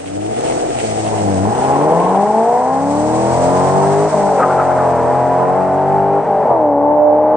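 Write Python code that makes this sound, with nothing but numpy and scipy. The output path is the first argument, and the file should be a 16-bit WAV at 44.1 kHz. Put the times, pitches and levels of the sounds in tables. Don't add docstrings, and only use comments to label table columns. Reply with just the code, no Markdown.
import sys
import numpy as np
from scipy import signal
from scipy.fft import rfft, irfft, next_fast_len
from scipy.io import wavfile
from scipy.ndimage import uniform_filter1d, minimum_filter1d, map_coordinates

SR = 44100
rng = np.random.default_rng(int(sys.argv[2]) if len(sys.argv) > 2 else 0)


def wrap_up_sound(samples):
    columns = np.atleast_2d(samples).T
    tamed = np.clip(columns, -1, 1)
    steps = np.round(tamed * 32767).astype(np.int16)
    wavfile.write(sys.argv[1], SR, steps)


N = 324727
TIME = np.arange(N) / SR


# (time [s], firing tones [dB], burble [dB], rasp [dB])
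EXHAUST_LEVELS = [(0, -46.5, -56, -27.5), (.18, -31.5, -53.5, -23.5), (.28, -30.5, -55.5, -20),
                  (.47, -31.5, -40, -15.5), (.85, -32.5, -44, -18.5), (1.3, -24.5, -45.5, -16),
                  (1.47, -22.5, -46.5, -16.5), (1.58, -26, -37.5, -15), (1.9, -21.5, -43.5, -11),
                  (2.48, -22, -43.5, -14), (2.85, -20, -27, -18.5), (3.5, -22.5, -20, -12),
                  (4.03, -20, -21.5, -14), (4.4, -22, -27.5, -12), (5.05, -24, -25, -13),
                  (6.18, -19.5, -25, -14.5), (6.48, -22, -34, -12.5), (6.75, -17.5, -34.5, -16),
                  (7.36, -20, -36, -13.5)]
def exhaust(cycle, firing_hz, ragged, pull, shut, jolt):
    tone_db, burble_db, rasp_db = curves(EXHAUST_LEVELS)
    levels_db = tone_levels(tone_db, firing_hz, pull, shut, jolt)
    burble, rasp = cylinder_orders(cycle, firing_hz / 8, ragged, pull, shut)
    gas = gas_pulses(cycle)
    tones = np.sqrt(2) * firing_tones(cycle, levels_db, ragged)
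    pitched = amp(-1) * tones + amp(burble_db + 1.2) * burble
    pitched += amp(rasp_db - 2.16) * np.sqrt(1 - ragged) * rasp
    return pitched + amp(rasp_db + 1.44) * np.sqrt(ragged) * gas


def firing_tones(cycle, levels_db, ragged):
    rounding = np.pi / 2 * swell(2.9, 0.7)
    out = np.zeros(N)
    for order, db in zip((8, 16, 24), levels_db):
        phase = order * cycle + pipe_phase(order) + rounding * (order / 8 - 1) ** 2
        out -= amp(db + ragged * wobble(33)) * np.cos(phase)
    return out


# (time [s], distance [0-1])
DISTANCE = [(2.4, 0.17), (3.7, 0), (5.2, 0.32), (7.36, 0.85)]
# (order [per cycle], level [dB], change at hard pull [dB], far off [dB], before the clutch takes [dB])
FIRING_HARMONICS = [(8, 0, 4.5, -5.5, -3), (16, -0.5, -5.5, 7.5, -3.5), (24, 0, 0, 2, 5.5)]
def tone_levels(level_db, firing_hz, pull, shut, jolt):
    far, idling = curves(DISTANCE)[0], 1 - clutch_take_up()
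    common_db = level_db - 9.5 * jolt - 3 * shut
    return [common_db + db + pipe_db(firing_hz * round(order / 8))
            + pull * pull_db + far * far_db + idling * idle_db
            for order, db, pull_db, far_db, idle_db in FIRING_HARMONICS]


# (frequency [Hz], width [Hz], level [dB])
PIPE_RESONANCES = [(97, 93, 4.5), (142, 37, -6.5), (175, 34, 0), (200, 36, 1.5), (222.7, 11, 3),
                   (290.7, 57, 3), (327.5, 47, -4.5), (405, 50, 1), (470, 67, 4.5), (607, 60, 2.5),
                   (707, 122, 8), (796, 66, 3), (888, 63, -6)]
# (frequency [Hz], width [Hz], depth [dB])
PIPE_NOTCHES = [(124, 9.8, 6), (244.15, 15, -1), (347, 7.3, 6)]
def pipe_db(hz):
    power = sum((amp(db) / (1 + (2 * (hz - centre) / width) ** 2)) ** 2
                for centre, width, db in PIPE_RESONANCES)
    notch_db = sum(db * np.exp(-((hz - centre) / width) ** 2) for centre, width, db in PIPE_NOTCHES)
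    return 10 * np.log10(power) - notch_db


def pipe_phase(order):
    return np.pi * (order ** 2 / 8 + order ** 2 / 700 + 1 / 3)


# (order [per cycle], smooth running [dB], hard pull [dB], throttle shut [dB])
CYLINDER_LEVELS = [(2, -14, -8, -5), (3, 0, 2, 2.5), (4, -10, -3, 6), (5, 4.5, -12, -7.5),
                   (6, -2.5, 0.5, -2), (7, -6, -17, -14), (9, -21.5, -7, 0), (10, -7, -2, -12.5),
                   (11, -8, -2.5, -4), (12, -1.5, -0.5, 4), (13, -9, -4, -2), (14, 3, 1.5, -6.5),
                   (15, -7, -11, -2), (17, -22, -5.5, -2), (18, -3, -8, -9.5), (19, -4, -2.5, -7.5),
                   (20, 4, -10.5, -7), (21, -11.5, -11, -13.5), (22, 1, 0, -15), (23, -14, -4.5, -1.5),
                   (25, -16.5, -1, -12), (26, -2, -12.5, -3), (27, -5.5, 5, -4), (28, -2, -1, -4.5),
                   (29, -13.5, -6.5, -14.5), (30, 2.5, -7.5, -2.5), (31, 3, -0.5, -13.5)]
# (time [s], half length [s], order [per cycle], gain [dB])
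ORDER_DRONES = [(2.402, 0.3, 30, 6.5), (2.3, .15, 32, 3), (3.275, .1, 5, 15), (4.652, 0.16, 19, 0.5),
                (5.033, 0.12, 23, 10.5), (5.403, .2, 14, 3), (5.848, 0.28, 18, 7), (5.85, 0.34, 4, 5.5)]
# (time [s], beside [0-1], close behind [0-1], far behind [0-1])
PERSPECTIVE = [(0, 1, 0, 0), (.85, 1, 0, 0), (1.25, .5, .5, 0), (1.55, 0, 1, 0), (2.3, 0, 1, 0),
               (3, 0, 0, 1)]
# (frequency [Hz], level [dB])
COLOUR_BESIDE = [(40, -47.5), (130, -9.5), (220, -15), (310, -5.5), (390, -5.5), (490, -3), (560, -7.5),
                 (680, 1), (800, -2.5), (980, -19), (1500, -27.5), (3000, -61)]
COLOUR_CLOSE_BEHIND = [(60, -51), (160, -7.5), (280, -11.5), (370, -10.5), (465, -2), (555, -12.5),
                       (650, -2), (725, -5), (825, 2), (900, -6.5), (980, -5.5), (1070, -6.5), (1260, -33),
                       (2000, -29), (4000, -71.5)]
COLOUR_FAR_BEHIND = [(60, -43.5), (160, -15.5), (380, -12.5), (455, -3.5), (545, -12.5), (620, -3),
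                     (720, -6), (820, -3), (930, -8), (1070, -14), (1250, -31.5), (2000, -45), (4000, -76)]
EXHAUST_COLOURS = (COLOUR_BESIDE, COLOUR_CLOSE_BEHIND, COLOUR_FAR_BEHIND)
# (frequency [Hz], gain [dB])
GROUND_COLOUR = [(420, -1), (530, -1.5), (618, 6), (685, -7), (745, -0.5), (810, 0.5), (880, 2),
                 (1100, -5.5), (1400, 2.5)]
def cylinder_orders(cycle, cycle_hz, ragged, pull, shut):
    far, places = curves(DISTANCE)[0], curves(PERSPECTIVE)
    pattern = {round(order): row for order, *row in CYLINDER_LEVELS}
    sound, power = np.zeros((2, N)), np.zeros((2, N))
    for order in range(2, 64):
        if order in (8, 16, 24):
            continue
        is_rasp = int(order > 8)
        high_order_db = 3 if order % 8 == 0 else -7
        smooth_db, hard_db, shut_db = pattern.get(order, [high_order_db] * 3)
        db = smooth_db + pull * (hard_db - smooth_db) + shut * (shut_db - smooth_db) + 2.5 * wobble(6)
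        db += sum(gain * swell(s, half_s) for s, half_s, k, gain in ORDER_DRONES if round(k) == order)
        if is_rasp:
            hz = order * cycle_hz
            db += sum(part * along(colour, hz) for part, colour in zip(places, EXHAUST_COLOURS))
            db += far * along(GROUND_COLOUR, hz)
        stumble = 2.05 * np.sqrt(ragged) * wobble(25)
        sound[is_rasp] -= amp(db) * np.cos(order * cycle + pipe_phase(order) + stumble)
        power[is_rasp] += amp(db) ** 2 / 2
    return sound / np.sqrt(power)


def gas_pulses(cycle):
    firings = np.diff(np.floor(8 * cycle / (2 * np.pi)), prepend=0)
    bangs = unit(firings * rng.choice([-1, 1], N) * amp(2.5 * rng.standard_normal(N)))
    puffs = unit(noise_pair(side_db=-16) * amp(4.5 * np.cos(8 * cycle) + 3.1 * np.cos(cycle)))
    flow = amp(-2) * bangs + amp(-1) * puffs
    return sum(part * ringing(flow, colour) for part, colour in zip(curves(PERSPECTIVE), EXHAUST_COLOURS))


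# (time [s], firing rate [Hz])
LAUNCH_REVS = [(0, 93), (.1, 95.9), (.3, 109), (.45, 128.7), (.69, 124.8), (.88, 109.3), (1.15, 107.7),
               (1.39, 93), (1.47, 103.9), (1.56, 129.2)]
# (time [s], firing rate [Hz])
FIRST_GEAR_REVS = [(1.72, 136.6), (1.84, 150.3), (2, 173.9), (2.3, 212.2), (2.76, 269.4), (3.22, 327.8),
                   (3.68, 376.8), (4.1, 418.4)]
# (foot lifts [s], clutch bites [s], firing rate then [Hz], slip ends [s],
# firing rate then [Hz], bend of the slip [1 = straight], initial climb in the new gear [Hz/s])
UPSHIFTS = [(4.115, 4.391, 376.2, 5.03, 336.8, .8, 55.97), (6.255, 6.46, 381, 6.77, 286.8, 2.1, 28)]
def engine_speed(drag_per_s=0.058, swing_hz=4, rocks_per_s=2.84, settle_s=0.41):
    hz = curves([*LAUNCH_REVS, *FIRST_GEAR_REVS])[0]
    for lift, bite, bite_hz, grip, grip_hz, bend, climb in UPSHIFTS:
        coasting = np.interp(TIME, [lift, bite], [np.interp(lift, TIME, hz), bite_hz])
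        slipping = grip_hz + (bite_hz - grip_hz) * np.interp(TIME, [bite, grip], [1, 0]) ** bend
        age = np.maximum(TIME - grip, 0)
        driveline_rock = np.exp(-age / settle_s) * np.cos(2 * np.pi * rocks_per_s * age)
        in_gear = grip_hz + climb * age * (1 - drag_per_s * age) + swing_hz * (1 - driveline_rock)
        hz = np.select([TIME < lift, TIME < bite, TIME < grip], [hz, coasting, slipping], in_gear)
    return hz


def pedal(firing_hz, pull_from_hz=285, pull_full_hz=345, travel_s=0.012, delay_s=0.018, jolt_s=0.032):
    foot_off = [(lift, bite + delay_s) for lift, bite, *_ in UPSHIFTS]
    shut = sum(step(lift, travel_s) - step(back, travel_s) for lift, back in foot_off)
    jolt = sum(swell(lift, jolt_s) + swell(back, jolt_s) for lift, back in foot_off)
    pull = np.interp(firing_hz, [pull_from_hz, pull_full_hz], [0, 1]) * (1 - shut)
    return pull, shut, jolt


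def clutch_take_up():
    return step(0.38, rise_s=0.049)


def raggedness(firing_hz, shut, jolt, lug_hz=113.3):
    load = np.interp(clutch_take_up(), [0, 1], [0.4, 0.74])
    load *= 1 - 0.6 * swell(1.35, 0.2)
    lugging = load * np.minimum(1, lug_hz / firing_hz) ** 2.7
    return np.clip(0.03 + 0.88 * lugging + 0.57 * (jolt + 0.1 * shut), 0, 1)


# (time [s], half length [s], depth [dB])
EXHAUST_DIPS = [(4.103, 0.02, 9.5), (6.238, 0.029, 6.5), (6.472, 0.012, 4)]
def shift_gain(bark_db=4.5, bark_after_s=0.054, bark_half_s=0.0097):
    dips_db = sum(db * swell(s, half_s) for s, half_s, db in EXHAUST_DIPS)
    barks_db = sum(bark_db * swell(bite + bark_after_s, bark_half_s) for _, bite, *_ in UPSHIFTS)
    return amp(barks_db - dips_db)


# (time [s], half length [s], pitch [Hz], level [dB], pitch waver [share])
TYRE_HOPS = [(4.41, 0.017, 1344, -15, .035), (4.437, 0.013, 1243, -9, .015),
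             (4.512, 0.021, 1273, -18.5, .08), (4.602, 0.022, 1310, -18, .08),
             (4.703, 0.018, 1420, -23, .1), (4.796, .02, 1321, -24, 0.095)]
def tyre_chirps():
    scrub_colour = [(800, -33.5), (1200, 4), (1450, -1.5), (1700, -13), (2400, -21), (4000, -53)]
    scrub = coloured(rng.standard_normal(N), scrub_colour)
    out = np.zeros(N)
    for s, half_s, hz, db, waver in TYRE_HOPS:
        squeal = np.sin(2 * np.pi * np.cumsum(hz * (1 + waver * wobble(300))) / SR)
        envelope = swell(s, half_s * np.where(TIME < s, 1, 1.1))
        out += amp(db + 1.9 * wobble(150)) * envelope * (squeal + amp(-7) * scrub)
    return out


# (frequency [Hz], left minus right [dB])
PORT_BALANCE = [(60, 4.5), (130, 5.5), (280, 2), (700, 1), (1500, 3.5), (8000, -6)]
# (frequency [Hz], lead of the left [rad])
PORT_LEAD = [(50, -0.82), (120, -0.79), (260, -0.31), (700, -0.04)]
# (time [s], lag of the left [ms])
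PORT_LAG = [(0, 0.65), (1.25, 0.39), (1.7, 0.2), (2.2, -0.017), (3.3, 0.18), (4.5, 0.012), (7.36, -.03)]
def microphone_ports(pair):
    sides = np.array([[0.5], [-0.5]])
    def response(hz):
        return amp(sides * along(PORT_BALANCE, hz)) * np.exp(1j * sides * along(PORT_LEAD, hz))
    left, right = filtered(pair, response)
    n, half_lag = np.arange(N), curves(PORT_LAG)[0] * SR / 2000
    return np.array([np.interp(n - half_lag, n, left), np.interp(n + half_lag, n, right)])


# (time [s], roar [dB], hiss [dB], rumble [dB])
ROAD_LEVELS = [(0, -53, -42, -52), (.25, -52.5, -42.5, -54.5), (.48, -43, -34, -58), (.68, -45.5, -38, -66),
               (.83, -48, -33, -61), (1.3, -43, -36.5, -51.5), (1.47, -41, -39, -55), (1.62, -36, -36, -58),
               (1.9, -38, -42.5, -77), (2.78, -39.5, -43, -61), (2.92, -42, -38.5, -61),
               (3.3, -38.5, -34.5, -44), (3.8, -34.5, -36, -47), (4.33, -38, -39, -44),
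               (4.41, -34.5, -42.5, -51), (5.1, -35, -46.5, -53.5), (6.48, -40.5, -58.5, -52.5),
               (6.72, -48, -64.5, -54.5), (7.36, -45, -67, -59.5)]
# (frequency [Hz], level [dB])
ROAR_COLOUR = [(60, -26), (150, -2), (600, 9), (1300, 5.5), (1900, -3), (2600, -14), (3500, -23.5),
               (6000, -27.5), (10000, -52)]
HISS_COLOUR = [(900, -10.5), (2000, 1.5), (3000, -4.5), (3800, -5), (4700, -3.5), (6400, -1.5),
               (7200, -1.5), (8300, 5), (9000, -4), (9800, -23)]
RUMBLE_COLOUR = [(10, -17), (25, -12.5), (50, 1.5), (80, 2.5), (200, -18.5), (600, -63.5)]
def road_noise(cycle, jolt, scuff_db=1):
    roar_db, hiss_db, rumble_db = curves(ROAD_LEVELS)
    roar = coloured(noise_pair(side_db=-12.5) * amp(3.4 * np.cos(8 * cycle)), ROAR_COLOUR)
    hiss = coloured(noise_pair(side_db=1.5), HISS_COLOUR)
    hiss *= amp(1.4 * np.array([wobble(45), wobble(45)]))
    tyres = amp(roar_db + 9.5) * roar + amp(hiss_db + 3) * (hiss + grit())
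    rumble = coloured(noise_pair(side_db=-3), RUMBLE_COLOUR) * amp(3 * wobble(15)) * amp([[2], [-2]])
    return amp(scuff_db * jolt) * tyres + amp(rumble_db + 4) * rumble


# (time [s], level against the hiss [dB])
GRIT_LEVELS = [(0, 5), (.5, 3), (.72, 1.5), (.83, 3.5), (.95, 1.5), (1.4, -1.5), (2.1, 5.5), (2.6, -8.5),
               (7.36, -40)]
def grit(stones_per_s=450, spread_db=1.5, clump_db=3):
    sizes = amp(spread_db * rng.standard_normal((2, N)) + clump_db * wobble(45))
    stones = (rng.random((2, N)) < stones_per_s / SR) * rng.choice([-1, 1], (2, N)) * sizes
    colour = [(700, -23.5), (1400, 3), (2400, 5), (3000, 5.5), (5000, -13.5), (8500, -5.5), (10000, 4.5)]
    return amp(curves(GRIT_LEVELS)[0]) * coloured(stones, colour)


# (time [s], relative level [dB])
SHARP_TICKS = [(0.4093, -22.5), (0.4986, -24), (0.614, -27), (0.9697, -24.5), (1.0438, -22), (1.3014, -26),
               (1.3433, -20), (1.3723, -26.5)]
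def sharp_ticks(decay_s=0.0027, gain_db=-5):
    envelope = sum(amp(db + gain_db) * (TIME >= s) * np.exp(-np.abs(TIME - s) / decay_s)
                   for s, db in SHARP_TICKS)
    colour = [(700, -26), (2000, -3), (4500, -4.5), (8500, 5), (10000, -8)]
    return envelope * coloured(noise_pair(side_db=-7.5), colour)


# (frequency [Hz], time to fall 60 dB [s])
WOODS_DECAY = [(100, 1), (700, 0.56), (3000, 0.22), (9000, 0.31)]
def woods_echo(car, smear_hz=12):
    hz, t, spectra = signal.stft(rng.standard_normal((2, SR)), SR, nperseg=256)
    decay = amp(-60 * t / along(WOODS_DECAY, hz)[:, None])
    mid, side = signal.istft(spectra * decay, SR, nperseg=256)[1]
    tail = np.array([amp(0.5) * mid + side, amp(5) * mid - side]) / np.linalg.norm(side)
    scattered = filtered(car.mean(axis=0), lambda f: amp(along([(150, -8), (400, -16), (900, 1)], f)))
    return signal.fftconvolve((scattered * wobble(smear_hz))[None], tail, axes=1)[:, :N]


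def amp(db):
    return 10 ** (np.asarray(db) / 20)


def unit(x):
    return x / np.sqrt(np.mean(x ** 2) + 1e-20)


def along(points, hz):
    f, values = np.transpose(points)
    return np.interp(np.log(hz + 1), np.log(f + 1), values)


def curves(rows):
    s, *columns = np.transpose(rows)
    return [np.interp(TIME, s, column) for column in columns]


def step(s, rise_s):
    return 0.5 + 0.5 * np.tanh((TIME - s) / rise_s)


def swell(s, half_s):
    return np.exp(-((TIME - s) / half_s) ** 2)


def wobble(rate):
    coarse = np.arange(0, N + 64, 64)
    knots = rng.standard_normal(int(N * rate / SR) + 4)
    return np.interp(np.arange(N), coarse, map_coordinates(knots, [coarse * rate / SR]))


def noise_pair(side_db):
    mid, side = rng.standard_normal((2, N))
    return np.array([mid + amp(side_db) * side, mid - amp(side_db) * side])


def filtered(x, response):
    size = next_fast_len(N + SR // 2)
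    return irfft(rfft(x, size) * response(np.fft.rfftfreq(size, 1 / SR)), size)[..., :N]


def coloured(x, colour):
    return unit(filtered(x, lambda hz: amp(along(colour, hz))))


def ringing(x, colour):
    def response(hz):
        cepstrum = irfft(np.log(amp(along(colour, hz))))
        return np.exp(rfft(2 * cepstrum[:len(cepstrum) // 2], len(cepstrum)))
    return unit(filtered(x, response))


def scene():
    speed_hz = engine_speed()
    pull, shut, jolt = pedal(speed_hz)
    ragged = raggedness(speed_hz, shut, jolt)
    firing_hz = speed_hz * (1 + 0.00798 * np.sqrt(ragged) * wobble(60))
    cycle = 2 * np.pi * np.cumsum(firing_hz / 8) / SR
    car = exhaust(cycle, firing_hz, ragged, pull, shut, jolt) * shift_gain() + tyre_chirps()
    return microphone_ports(car) + amp(-13) * woods_echo(car) + road_noise(cycle, jolt) + sharp_ticks()


def record(dry, ceiling=0.92, top_hz=9650):
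    needed = np.minimum(1, ceiling / (np.abs(dry).max(axis=0) + 1e-9))
    gain = uniform_filter1d(minimum_filter1d(needed, size=441), size=441)
    return filtered(dry * gain, lambda hz: hz < top_hz)


dry = scene()
out = record(dry)
wrap_up_sound(out)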